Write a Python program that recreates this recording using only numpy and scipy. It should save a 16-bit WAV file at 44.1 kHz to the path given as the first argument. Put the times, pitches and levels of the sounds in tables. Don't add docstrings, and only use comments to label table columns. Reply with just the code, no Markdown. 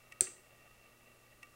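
import sys
import numpy as np
from scipy import signal
from scipy.fft import rfft, irfft
from scipy.io import wavfile

SR = 44100
rng = np.random.default_rng(int(sys.argv[2]) if len(sys.argv) > 2 else 0)


def decibels_to_gain(level_db):
    exponent = np.asarray(level_db, float) / 20
    return 10 ** exponent


def unload_audio(sound):
    columns = np.transpose(np.atleast_2d(sound))
    steps = np.round(np.clip(columns, -1, 1) * 32767)
    wavfile.write(sys.argv[1], SR, steps.astype(np.int16))


N = 68355


def rms_one(x):
    return x / np.sqrt(np.mean(x ** 2) + 1e-20)


def at_hz(rows, hz, column=1):
    rows = np.array(rows)
    return np.interp(np.log(hz), np.log(rows[:, 0]), rows[:, column])


def ring(clicks, hz, t60):
    radius = np.exp(-np.log(1000) / (t60 * SR))
    angle = 2 * np.pi * hz / SR
    poles = [1, -2 * radius * np.cos(angle), radius * radius]
    return signal.lfilter([0, np.sin(angle)], poles, clicks + 1e-18)


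def body(clicks, modes):
    return sum((-1) ** k * decibels_to_gain(db) * ring(clicks, hz, t60) for k, (hz, db, t60) in enumerate(modes))


def clicks_at(rows):
    out = np.zeros(N)
    for s, db in rows:
        out[int(s * SR)] += decibels_to_gain(db)
    return out


def drift(rate):
    r = np.exp(-2 * np.pi * rate / SR)
    wander = signal.lfilter([1], [1, -2 * r, r * r], rng.standard_normal(N + SR))
    return rms_one(wander[SR:])


# (frequency [Hz], level [dB rms])
HUM = [(120, -74), (240, -82), (360, -86), (1953, -80), (2930, -107.5), (3906, -91.5)]
# (frequency [Hz], density [dB per Hz])
HISS = [(20, 2), (45, 1), (150, -7), (500, -6.5), (1000, -12), (3000, -17), (8000, -18.5), (16500, -20.5)]


def background():
    hz = np.maximum(np.fft.rfftfreq(N, 1 / SR), 1)
    hiss = rms_one(irfft(rfft(rng.standard_normal(N)) * decibels_to_gain(at_hz(HISS, hz)), N))
    t = np.arange(N) / SR
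    tones = sum(np.sqrt(2) * decibels_to_gain(db) * np.sin(2 * np.pi * (f * t + rng.random())) for f, db in HUM)
    return decibels_to_gain(-65.5) * hiss + tones


# (frequency [Hz], tick level [dB], rubbing level [dB], t60 [s])
MOUNT = [(611.4, -24, 6.5, 0.017), (858, -24, -9.5, .05), (1172.7, -15.5, -4.5, 0.16),
         (1262, -24, -10, 0.28), (1422, -17, -7.5, 0.04), (1889, 3, 1, .04), (2273, 0, -5, 0.09),
         (2394, -19, -13.5, 0.071), (2707, 9, 5.5, 0.042), (3620, -11, -12, 0.017)]
# (time [s], level [dB])
PRESSURE = [(0, -3), (.1, 4.5), (.18, -1), (.3, 0.5), (.4, -1.5), (.65, 4), (.72, -1), (.81, 2), (.95, -1),
            (1.08, 1), (1.221, -0.5), (1.271, 3.5), (1.38, -1), (1.472, 0), (1.55, -1)]


def rubbing():
    level_db, slips_per_s, uneven_db = -65.5, 900, 3.5
    surge_db, surges_per_s = -1, 9.8
    sizes = decibels_to_gain(uneven_db * np.minimum(rng.exponential(1, N), 4)) * rng.choice([-1, 1], N)
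    slipping = rng.random(N) < slips_per_s / SR
    pressure_db = np.interp(np.arange(N) / SR, *np.transpose(PRESSURE))
    slips = sizes * slipping * decibels_to_gain(pressure_db + surge_db * drift(surges_per_s))
    modes = [(hz, db, t60) for hz, _, db, t60 in MOUNT]
    return decibels_to_gain(level_db) * rms_one(body(slips, modes))


# (time [s], mount level [dB], bright level [dB], extra on low modes [dB])
TICKS = [
    (0.1214, -54, -54, 5),
    (0.2692, -54.5, -62, 6.5),
    (1.4293, -55, -55, 6.5),
    (1.537, -75, -73, 24.5),
]
# (delay [s], bright level [dB], mount level [dB])
CONTACTS = [
    (0, 0, -11),
    (.0006, -10, -14),
    (.0015, -0.5, 2.5),
    (.0031, 1, -9),
    (.0058, -8, -18.5),
]
# (frequency [Hz], level [dB], t60 [s])
PICK = [(3900, -1, 0.0033), (5270, -2.5, 0.0084), (6160, 2, 0.0032), (7150, 0, .003), (8400, 5.5, 0.004),
        (8740, -3, 0.0038), (10400, -5, .003), (12500, -5, .002)]


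def ticks():
    touches = [(s + lag, high_db + db) for s, _, high_db, _ in TICKS for lag, db, _ in CONTACTS]
    out = body(clicks_at(touches), PICK)
    for s, mount_db, _, low_db in TICKS:
        modes = [(hz, db + low_db * (hz < 1500), t60) for hz, db, _, t60 in MOUNT]
        pushes = clicks_at([(s + lag, mount_db + db) for lag, _, db in CONTACTS])
        out = out + body(pushes, modes)
    return out


# (frequency [Hz], level [dB], t60 [s])
LOCK = [(1637, -26, 0.016), (2505, -23.5, 0.0083), (3890, -17.5, .006), (4710, -20, 0.00664),
        (6025, -17.5, .008), (6860, -11.5, .008), (7420, -6.5, 0.0121), (8300, 0.5, 0.0048),
        (9130, -2.5, 0.00492), (10800, -24, 0.0084), (11950, -26, .006), (12400, -16, 0.0054),
        (13160, -24, .006), (15350, -23, .005)]


def snap(damping=1):
    first_s, second_delay_s = .20795, .00036
    touches = clicks_at([(first_s, -17), (first_s + second_delay_s, -8.5)])
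    return body(touches, [(hz, db, t60 * damping) for hz, db, t60 in LOCK])


KNOCKS_S = [.2095, .2174, .2535, .2670, .2800]
# (level [dB], cutoff [Hz])
THUMPS = [
    (-36, 1500),
    (-29, 240),
    (-56.5, 320),
    (-59.5, 500),
    (-47.5, 500),
]
# (frequency [Hz], level [dB], t60 [s])
VICE = [(120.3, -9, 0.024), (261.4, -5, 0.018), (373, -2.5, .05), (533, -5.5, 0.035), (816.6, -10.5, .04),
        (1378, -11.5, 0.048)]


def vice():
    knocks = np.zeros(N)
    for s, (db, cut_hz) in zip(KNOCKS_S, THUMPS):
        softness = signal.butter(1, cut_hz, fs=SR, output="sos")
        knocks = knocks + signal.sosfilt(softness, clicks_at([(s, db)]))
    return body(knocks, VICE)


# (frequency [Hz], level [dB], t60 [s])
ROOM = [(304.6, -31, 0.55), (1300, -25.5, 0.35), (2990, -31, 0.35), (5930, -23, 0.33), (8300, -37.5, 0.37),
        (11100, -40.5, 0.37), (15810, -24.5, 0.1407)]
# (delay [s], level [dB])
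REFLECTIONS = [(.0040, -32.5), (.0082, -25), (.0225, -36)]


def room(x):
    first_echo_s, early_db, early_t60_s = .0016, 4.5, .025
    t = np.arange(SR // 2) / SR
    edges = 100 * 2 ** np.arange(0, 7.6, .5)
    echo = 0
    for low, high in zip(edges, edges[1:]):
        hz = np.sqrt(low * high)
        band_filter = signal.butter(2, [low, high], "band", fs=SR, output="sos")
        band = signal.sosfilt(band_filter, rng.standard_normal(len(t)))
        echo = echo + band * decibels_to_gain(at_hz(ROOM, hz) - 60 * t / at_hz(ROOM, hz, column=2))
    echo = echo * (1 + decibels_to_gain(early_db - 60 * t / early_t60_s)) * np.clip(t / first_echo_s - 1, 0, 1)
    echo = echo + clicks_at(REFLECTIONS)[:len(t)]
    return signal.fftconvolve(x, echo)[:N]


def scene():
    thumps = vice()
    walls = room(snap(damping=.35) + decibels_to_gain(-10) * thumps)
    return (snap() + thumps + walls + ticks() + rubbing() + background())[None]


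def roll_off(x):
    return signal.sosfilt(signal.butter(12, 17280, fs=SR, output="sos"), x)


def record(dry):
    low_pass = signal.ellip(8, 1, 40, 15800, fs=SR, output="sos")
    mix = signal.sosfilt(low_pass, dry)
    return roll_off(mix)


dry = scene()
out = record(dry)
unload_audio(out)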